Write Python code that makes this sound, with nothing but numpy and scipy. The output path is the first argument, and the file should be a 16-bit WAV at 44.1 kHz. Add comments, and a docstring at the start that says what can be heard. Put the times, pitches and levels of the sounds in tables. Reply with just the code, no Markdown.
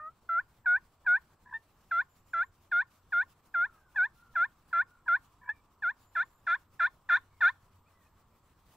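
"""A wild turkey yelps nineteen times at the edge of a field, in quiet air with a thin camera whine.
Each yelp scoops in pitch through a fixed throat; soft whines lead into some, and two longer whines,
near 1.5 and 5.5 s, end in a short high note. A low drone swells near 2.7 s and again near 7.7 s.
From 3.6 s far birds whistle, as arched bands of noise, and a far rush grows.
The last yelps come faster and break into a rasp of half harmonics; leaves and trees return them."""
import sys
import numpy as np
from scipy import signal
from scipy.fft import rfft, irfft
from scipy.io import wavfile
from scipy.ndimage import uniform_filter1d

SR = 44100
rng = np.random.default_rng(int(sys.argv[2]) if len(sys.argv) > 2 else 0)


def transcribe(signal):
    """Save signal, clipped to [-1, 1], as a 16-bit WAV file at the path in sys.argv[1]."""
    frames = np.atleast_2d(signal).T
    limited = np.clip(frames, -1, 1)
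    pcm = np.round(limited * 32767).astype(np.int16)
    wavfile.write(sys.argv[1], SR, pcm)


N = 386661
TIME = np.arange(N) / SR  # s
EDGE_HZ = 15720  # upper limit of the recorder and of the bird's partials


def gain_of(db):
    """Decibels to amplitude."""
    return 10 ** (np.asarray(db) / 20)


def evened(x):
    """Scales to rms 1."""
    return x / np.sqrt(np.mean(x ** 2) + 1e-20)


def read(points, hz):
    """Reads a spectrum on a log-frequency axis."""
    point_hz, value = np.transpose(points)
    return np.interp(np.log(hz + 1), np.log(point_hz + 1), value)


def level(rows):
    """Gain over time from (s, dB) rows, silent outside them."""
    s, db = np.transpose(rows)
    inside = (TIME >= s[0]) * (TIME <= s[-1])
    return gain_of(np.interp(TIME, s, db)) * inside


def add(mix, s, sound):
    """Mixes a sound in at time s, without the part ahead of time zero."""
    at = round(s * SR)
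    sound = sound[max(-at, 0):]
    part = mix[max(at, 0):][:len(sound)]
    part += sound[:len(part)]


def wander(size, hz):
    """Smooth chance of rms 1, no faster than about hz."""
    f = np.fft.rfftfreq(size, 1 / SR)
    slowed = rfft(rng.standard_normal(size)) * np.exp(-(f / hz) ** 2)
    return evened(irfft(slowed, size))


def fuzzy(hz, width_hz, size=N):
    """A narrow band of noise of rms 1 that follows the pitch hz."""
    turn = 2 * np.pi * np.cumsum(hz * np.ones(size)) / SR
    return evened(wander(size, width_hz) * np.cos(turn) + wander(size, width_hz) * np.sin(turn))


def air(level_db=-67, patchy_db=1.5, flicker_db=4.5, size=512):
    """Soft outdoor noise and microphone hiss: alike in the bass, wide in the treble, which flickers."""
    # colour of open air and hiss: pitch_hz, relative_level_db (per Hz)
    air_colour = [(15, -7.5), (30, -3), (85, -4.5), (160, -10.5), (300, -15.5), (550, -19.5), (1100, -16),
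                  (1500, -23), (2000, -27.5), (3000, -30), (6000, -35), (9000, -38.5), (12000, -39.5),
                  (15000, -37.5)]
    # left-right likeness: pitch_hz, correlation (1 alike, -1 opposed)
    likeness = [(30, .985), (400, .94), (1000, .9), (2500, .6), (5000, .35), (8000, .05), (12000, -.45),
                (15000, -.65)]
    hz = np.fft.rfftfreq(size * 2, 1 / SR)
    frames = N * 2 // size + 5
    a, b, c, d, patches = rng.standard_normal((5, frames, len(hz)))
    patches = uniform_filter1d(patches, size=10, axis=0)
    patches = evened(uniform_filter1d(patches, size=12, axis=1))
    flicker = evened(uniform_filter1d(rng.standard_normal(frames), size=8))
    flicker = flicker[:, None] * hz / (hz + 2500)  # little in the bass
    same = np.clip(read(likeness, hz), -1, 1)
    left, other = a + 1j * b, c + 1j * d
    z = np.array([left, same * left + np.sqrt(1 - same ** 2) * other])
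    z *= gain_of(read(air_colour, hz) + patchy_db * patches + flicker_db * flicker)
    z /= np.sqrt(1 + np.maximum(same, -.8))  # evens out the sum of both channels
    both = signal.istft(z, nperseg=size * 2, noverlap=size * 3 // 2, time_axis=1, freq_axis=2)[1]
    both = both[:, :N]
    return gain_of(level_db) * both / both.mean(0).std()


def distance():
    """A low drone and a soft rush from far across the field, each a narrow band of noise."""
    # low drone: time_s, level_db
    drone_levels = [(0, -83.5), (1.8, -82), (2.7, -71.5), (3.6, -82.5), (6.3, -85), (7.0, -73.5),
                    (7.7, -68), (8.4, -74), (8.77, -83)]
    # far rush around 1 kHz: time_s, level_db
    rush_levels = [(0, -82.5), (2, -83.5), (3.5, -79), (4.6, -77.5), (5.6, -74), (6.6, -76.5), (7.7, -74.5),
                   (8.77, -80)]
    drone = level(drone_levels) * fuzzy(91, 5)
    rush = level(rush_levels) * fuzzy(1100, 280)
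    return drone + rush


def camera():
    """Thin electrical tones as narrow noise bands, some steady, some in short spells."""
    # steady tones: pitch_hz, width_hz, level_db
    steady_tones = [(13750, 8, -89), (7650, 150, -89)]
    # spells of a second whine: start_s, length_s
    spell_times = [(2.088, 0.133), (2.249, 0.264), (6.014, .2), (6.24, 0.1765)]
    # tones of the spells: pitch_hz, width_hz, level_db
    passing_tones = [(7162, 50, -79), (12830, 70, -83.5), (14340, 70, -89.5)]
    spells = np.zeros(N)
    for s, length in spell_times:
        add(spells, s, signal.windows.tukey(int(length * SR), .2))
    steady = sum(gain_of(db) * fuzzy(hz, width) for hz, width, db in steady_tones)
    passing = sum(gain_of(db) * fuzzy(hz, width) for hz, width, db in passing_tones)
    return steady + spells * passing


def far_birds(blur_hz=70, arch_octaves=.08):
    """Arched whistles, blurred by their way through the trees."""
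    # far birds: start_s, length_s, middle_pitch_hz, glide_octaves, level_db
    bird_calls = [(3.616, 0.204, 1346, -0.25, -63), (3.719, 0.255, 1537, -.3, -72.5),
                  (4.154, 0.218, 1393, -0.136, -65), (4.816, 0.26, 1411, -0.092, -69),
                  (5.404, 0.2235, 2357, .02, -69.5), (7.297, 0.141, 2192, -.2, -79.5),
                  (7.853, .04, 2486, 0.238, -73.5), (7.878, 0.264, 1919, -0.358, -77.5),
                  (8.042, 0.038, 2510, 0.11, -75.5)]
    out = np.zeros(N)
    for s, length, middle_hz, glide, db in bird_calls:
        along = np.linspace(-1, 1, int(length * SR))
        # both ends droop below the straight glide
        hz = middle_hz * 2 ** (glide * along / 2 - arch_octaves * along ** 2)
        swell = np.cos(np.pi * along / 2)
        add(out, s, gain_of(db) * swell * fuzzy(hz, blur_hz, size=len(along)))
    return out


def foliage(x, near_db=-30, near_t60=0.2, near_hz=1500, far_db=-50, far_t60=0.49):
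    """Leaves close by scatter a brief echo, mostly treble; the tree line returns a faint long one."""
    t = np.arange(SR) / SR
    near, far = rng.standard_normal((2, 2, SR))
    near, far = (taps * gain_of(-60 * t / t60) * (t > .002)
                 for taps, t60 in ((near, near_t60), (far, far_t60)))
    near = gain_of(near_db) * near / np.linalg.norm(near[0])
    far = gain_of(far_db) * far / np.linalg.norm(far[0])
    # scatter grows with frequency; near_db holds at near_hz
    leaves = np.diff(near, prepend=0) * SR / (2 * np.pi * near_hz)
    return signal.fftconvolve(x[None], leaves + far, axes=1)[:, :N]


def ports(x, lag=.9):
    """The bird sits a little to the right and reaches the left microphone port lag samples later."""
    turn = np.exp(-1j * np.pi * np.fft.rfftfreq(N) * lag)
    return irfft(rfft(x) * np.array([turn, turn.conj()]), N)


def lead_in(s, length, peak_db, hold_db=-58.5, rise_db_per_s=699.5, cut_db_per_s=2201):
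    """Gain over time of one whine: a soft hold, a climb to the catch, and steep edges."""
    db = np.maximum(peak_db - rise_db_per_s * np.maximum(s - TIME, 0), hold_db)
    outside = np.maximum(TIME - s, 0) + np.maximum(s - length - TIME, 0)  # s
    return gain_of(db - np.minimum(cut_db_per_s * outside, 100))


def whines(flutter=0.47):
    """Before the voice catches, the air sounds two wavering tones of the throat."""
    # airy lead-ins, up to the moment when the voice catches: catch_s, length_s, peak_db
    lead_ins = [(0.665, 0.015, -53.5), (1.065, 0.014, -47.5), (1.535, 0.073, -37.5), (3.958, 0.0075, -50),
                (4.357, 0.0084, -56), (4.724, .01, -52), (5.074, 0.0113, -48.5), (5.484, 0.0636, -41)]
    # the two tones in them: pitch_hz, width_hz, relative_level_db
    airy_tones = [(984, 20, -3.5), (1712, 78, -3.5)]
    tones = np.zeros(N)
    for hz, width, db in airy_tones:
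        wavering_hz = hz + width * wander(N, 170)
        tones += gain_of(db) * np.sin(2 * np.pi * np.cumsum(wavering_hz) / SR)
    tones = evened(tones * (1 + flutter * wander(N, 90)))
    return tones * sum(lead_in(*row) for row in lead_ins)


def throat(x, size=4096):
    """Windpipe and beak as a causal filter: the voice's slope with the resonances on top."""
    # overall colour of the voice: pitch_hz, gain_db
    voice_colour = [(300, -50), (600, -30), (900, -34), (1400, -18), (2400, -32), (3000, -51.5),
                    (4200, -53), (5200, -61), (7700, -65), (8700, -79.5), (11200, -74), (13000, -90)]
    # resonances and notches of windpipe and beak: centre_hz, half_width_hz, lift_db
    resonances = [(996, 110, 12.5), (1498.1, 402.6, 17), (1790.6, 51, 7.5), (2395, 79, 7.5), (2905, 60, -7),
                  (3533, 210, 15), (4026, 180, 6.5), (4158, 47, -7.5), (6060, 120, 4.5)]
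    hz = np.fft.rfftfreq(size, 1 / SR)
    db = read(voice_colour, hz)
    for centre, width, lift in resonances:
        db = db + lift * np.exp(-((hz - centre) / width) ** 2)
    log_gain = np.log(gain_of(np.r_[db, db[-2:0:-1]]))
    # minimum phase follows from the Hilbert transform of the log gain
    ring = np.fft.ifft(np.exp(np.conj(signal.hilbert(log_gain)))).real
    return signal.oaconvolve(x, ring)[:N]


def scoop(t, length, base_hz, glide, strain):
    """Pitch of a yelp: a quick drop to the base pitch, then a slower climb as the call closes."""
    # strain raises both the opening and the closing pitch
    open_hz = 857.8 + 14 * strain
    close_hz = 905.9 + 14 * strain
    climb_s = .0093 + .64 * glide
    drop = (open_hz - base_hz) * np.exp(-(t / glide) ** 2)
    climb = (close_hz - base_hz) * np.exp((t - length) / climb_s)
    return base_hz + drop + climb


def yelp(row, top_hz=1080, shimmer=0.04, shelf_octaves=0.948, edge_hz=3700, edge_width_hz=480,
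         edge_share=0.93, low_half=0.43, edge_growth=1.7, rough_hz=120, air_db=-13, strain_air_db=3.5):
    """The syrinx drops in pitch and climbs; mid-call every second pulse weakens, giving the rasp."""
    rasp_at, rasp_span = .43, .25  # shares of the call
    attack_s, swell_db, release_s = 0.003, 3, 0.0055
    s, length, base_hz, glide, effort_db, strain_db, rasp = row
    t = np.arange(int((length + .05) * SR)) / SR
    along = t / length
    hz = np.minimum(scoop(t, length, base_hz, glide, strain_db), top_hz)
    # the syrinx is uneven, more so in a raspy call
    hz = hz * (1 + (.003 + .013 * rasp) * wander(len(t), 450))
    turn = 2 * np.pi * np.cumsum(hz) / SR
    k = np.arange(2, 39)[:, None] / 2  # harmonics and the half harmonics between them
    octaves = np.log2(np.maximum(k / 2, 1))  # above the leading second harmonic
    # half harmonics are weak below the leading line and grow towards the treble
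    rasp_swell = rasp * np.exp(-((along - rasp_at) / rasp_span) ** 2)
    halves = rasp_swell * np.where(k < 2, low_half, 1 + octaves / 2)
    # a forced call lifts the overtones, and a hard edge in the upper middle that grows along the call
    edge = edge_share * (1 + edge_growth * (np.minimum(along, 1) - .5))
    edge = edge * np.exp(-((k * hz - edge_hz) / edge_width_hz) ** 2)
    lift = np.minimum(octaves, shelf_octaves) + edge
    partials = np.where(k % 1, halves, 1) * gain_of(strain_db * lift) * (k * hz < EDGE_HZ)
    # the membranes close unevenly: the higher a partial and the raspier the call, the more it frays
    fray = np.clip((.22 + .85 * rasp) * octaves ** 2 / 2, 0, 1)
    chance = np.array([wander(len(t), rough_hz) + 1j * wander(len(t), rough_hz) for _ in k]) / np.sqrt(2)
    waves = ((np.sqrt(1 - fray ** 2) + fray * chance) * np.exp(1j * k * turn)).real
    pulses = (partials * waves).sum(0) * (1 + shimmer * wander(len(t), 130))
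    # air hisses through once a cycle, more when the call is forced
    hiss = np.diff(rng.standard_normal(len(t) + 1)) * (1 + np.cos(turn))
    hiss = hiss * gain_of(air_db + strain_air_db * strain_db)
    # abrupt start, slight swell, quick release
    pressure = gain_of(effort_db + swell_db * (np.minimum(along, 1) - .5))
    attack = 1 - np.exp(-(t / attack_s) ** 2)
    release = (1 - np.tanh((t - length) / release_s / 2)) / 2
    return s, pressure * attack * release * (pulses + hiss)


def scene():
    """The turkey in front of the quiet field; the camera tones are drawn anew for each channel."""
    # nineteen yelps and two short high notes, one row a call, levels ahead of the throat:
    # start_s, length_s, base_pitch_hz, glide_s, effort_db, strain_db (overtone lift per octave),
    # rasp (share of half harmonics)
    calls = [(-0.0098, 0.0976, 615.5, 0.0296, -30, -18.5, 0.0216),
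             (0.2883, 0.1127, 675.5, 0.0037, -21.5, -5.5, 0.0545),
             (0.656, 0.1157, 719.5, 0.00858, -18.5, -2.5, 0.0227),
             (1.0617, 0.10887, 714.6, 0.0126, -17.5, -1.5, 0.0101),
             (1.534, 0.0332, 898.2, 0.007, -24, 0, 0.0434), (1.9085, 0.1092, 676.3, 0.0075, -21, 2, 0.04),
             (2.3309, 0.10637, 672.9, 0.00706, -22, 1.5, 0.205),
             (2.713, 0.10944, 700, 0.00913, -20, 3, 0.039),
             (3.12, 0.10855, 696.4, 0.0102, -20.5, 2, 0.0354),
             (3.539, 0.1197, 691.5, 0.0096, -21.5, 0.4, 0.0546),
             (3.9566, 0.1031, 689.5, 0.02686, -18.5, 0.97, 0.07),
             (4.3518, 0.10236, 676.6, 0.011, -19.5, 1.18, 0.1445),
             (4.7258, 0.0962, 679.9, 0.00516, -19.5, 0.23, 0.35),
             (5.0763, 0.0885, 684.1, 0.0074, -18.3, 0.5, 0.098),
             (5.488, 0.0162, 856, 0.01696, -14.5, -2, 0.11),
             (5.8203, 0.08936, 656.6, 0.02007, -22.5, 1.52, 0.071),
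             (6.15, 0.08225, 662.7, 0.0127, -21.5, 4, 0.381),
             (6.4649, 0.09355, 670, 0.0084, -20.5, 5.5, 0.592),
             (6.7922, 0.0824, 670, 0.00952, -19, 5.5, 0.53),
             (7.0875, 0.08783, 679.6, 0.01067, -17.5, 7.5, 0.474),
             (7.4047, 0.09374, 672.2, 0.01675, -15.5, 6, 0.314)]
    syrinx = np.zeros(N)
    for row in calls:
        add(syrinx, *yelp(row))
    turkey = throat(syrinx) + whines()
    background = air() + distance() + np.array([camera(), camera()]) + far_birds()
    return background + foliage(turkey) + ports(turkey)


def record(dry):
    """The recorder's band limit: a steep low-pass at EDGE_HZ."""
    low_pass = signal.firwin(1023, EDGE_HZ, window=("kaiser", 9), fs=SR)
    return signal.oaconvolve(dry, low_pass[None], "same")


dry = scene()
out = record(dry)
transcribe(out)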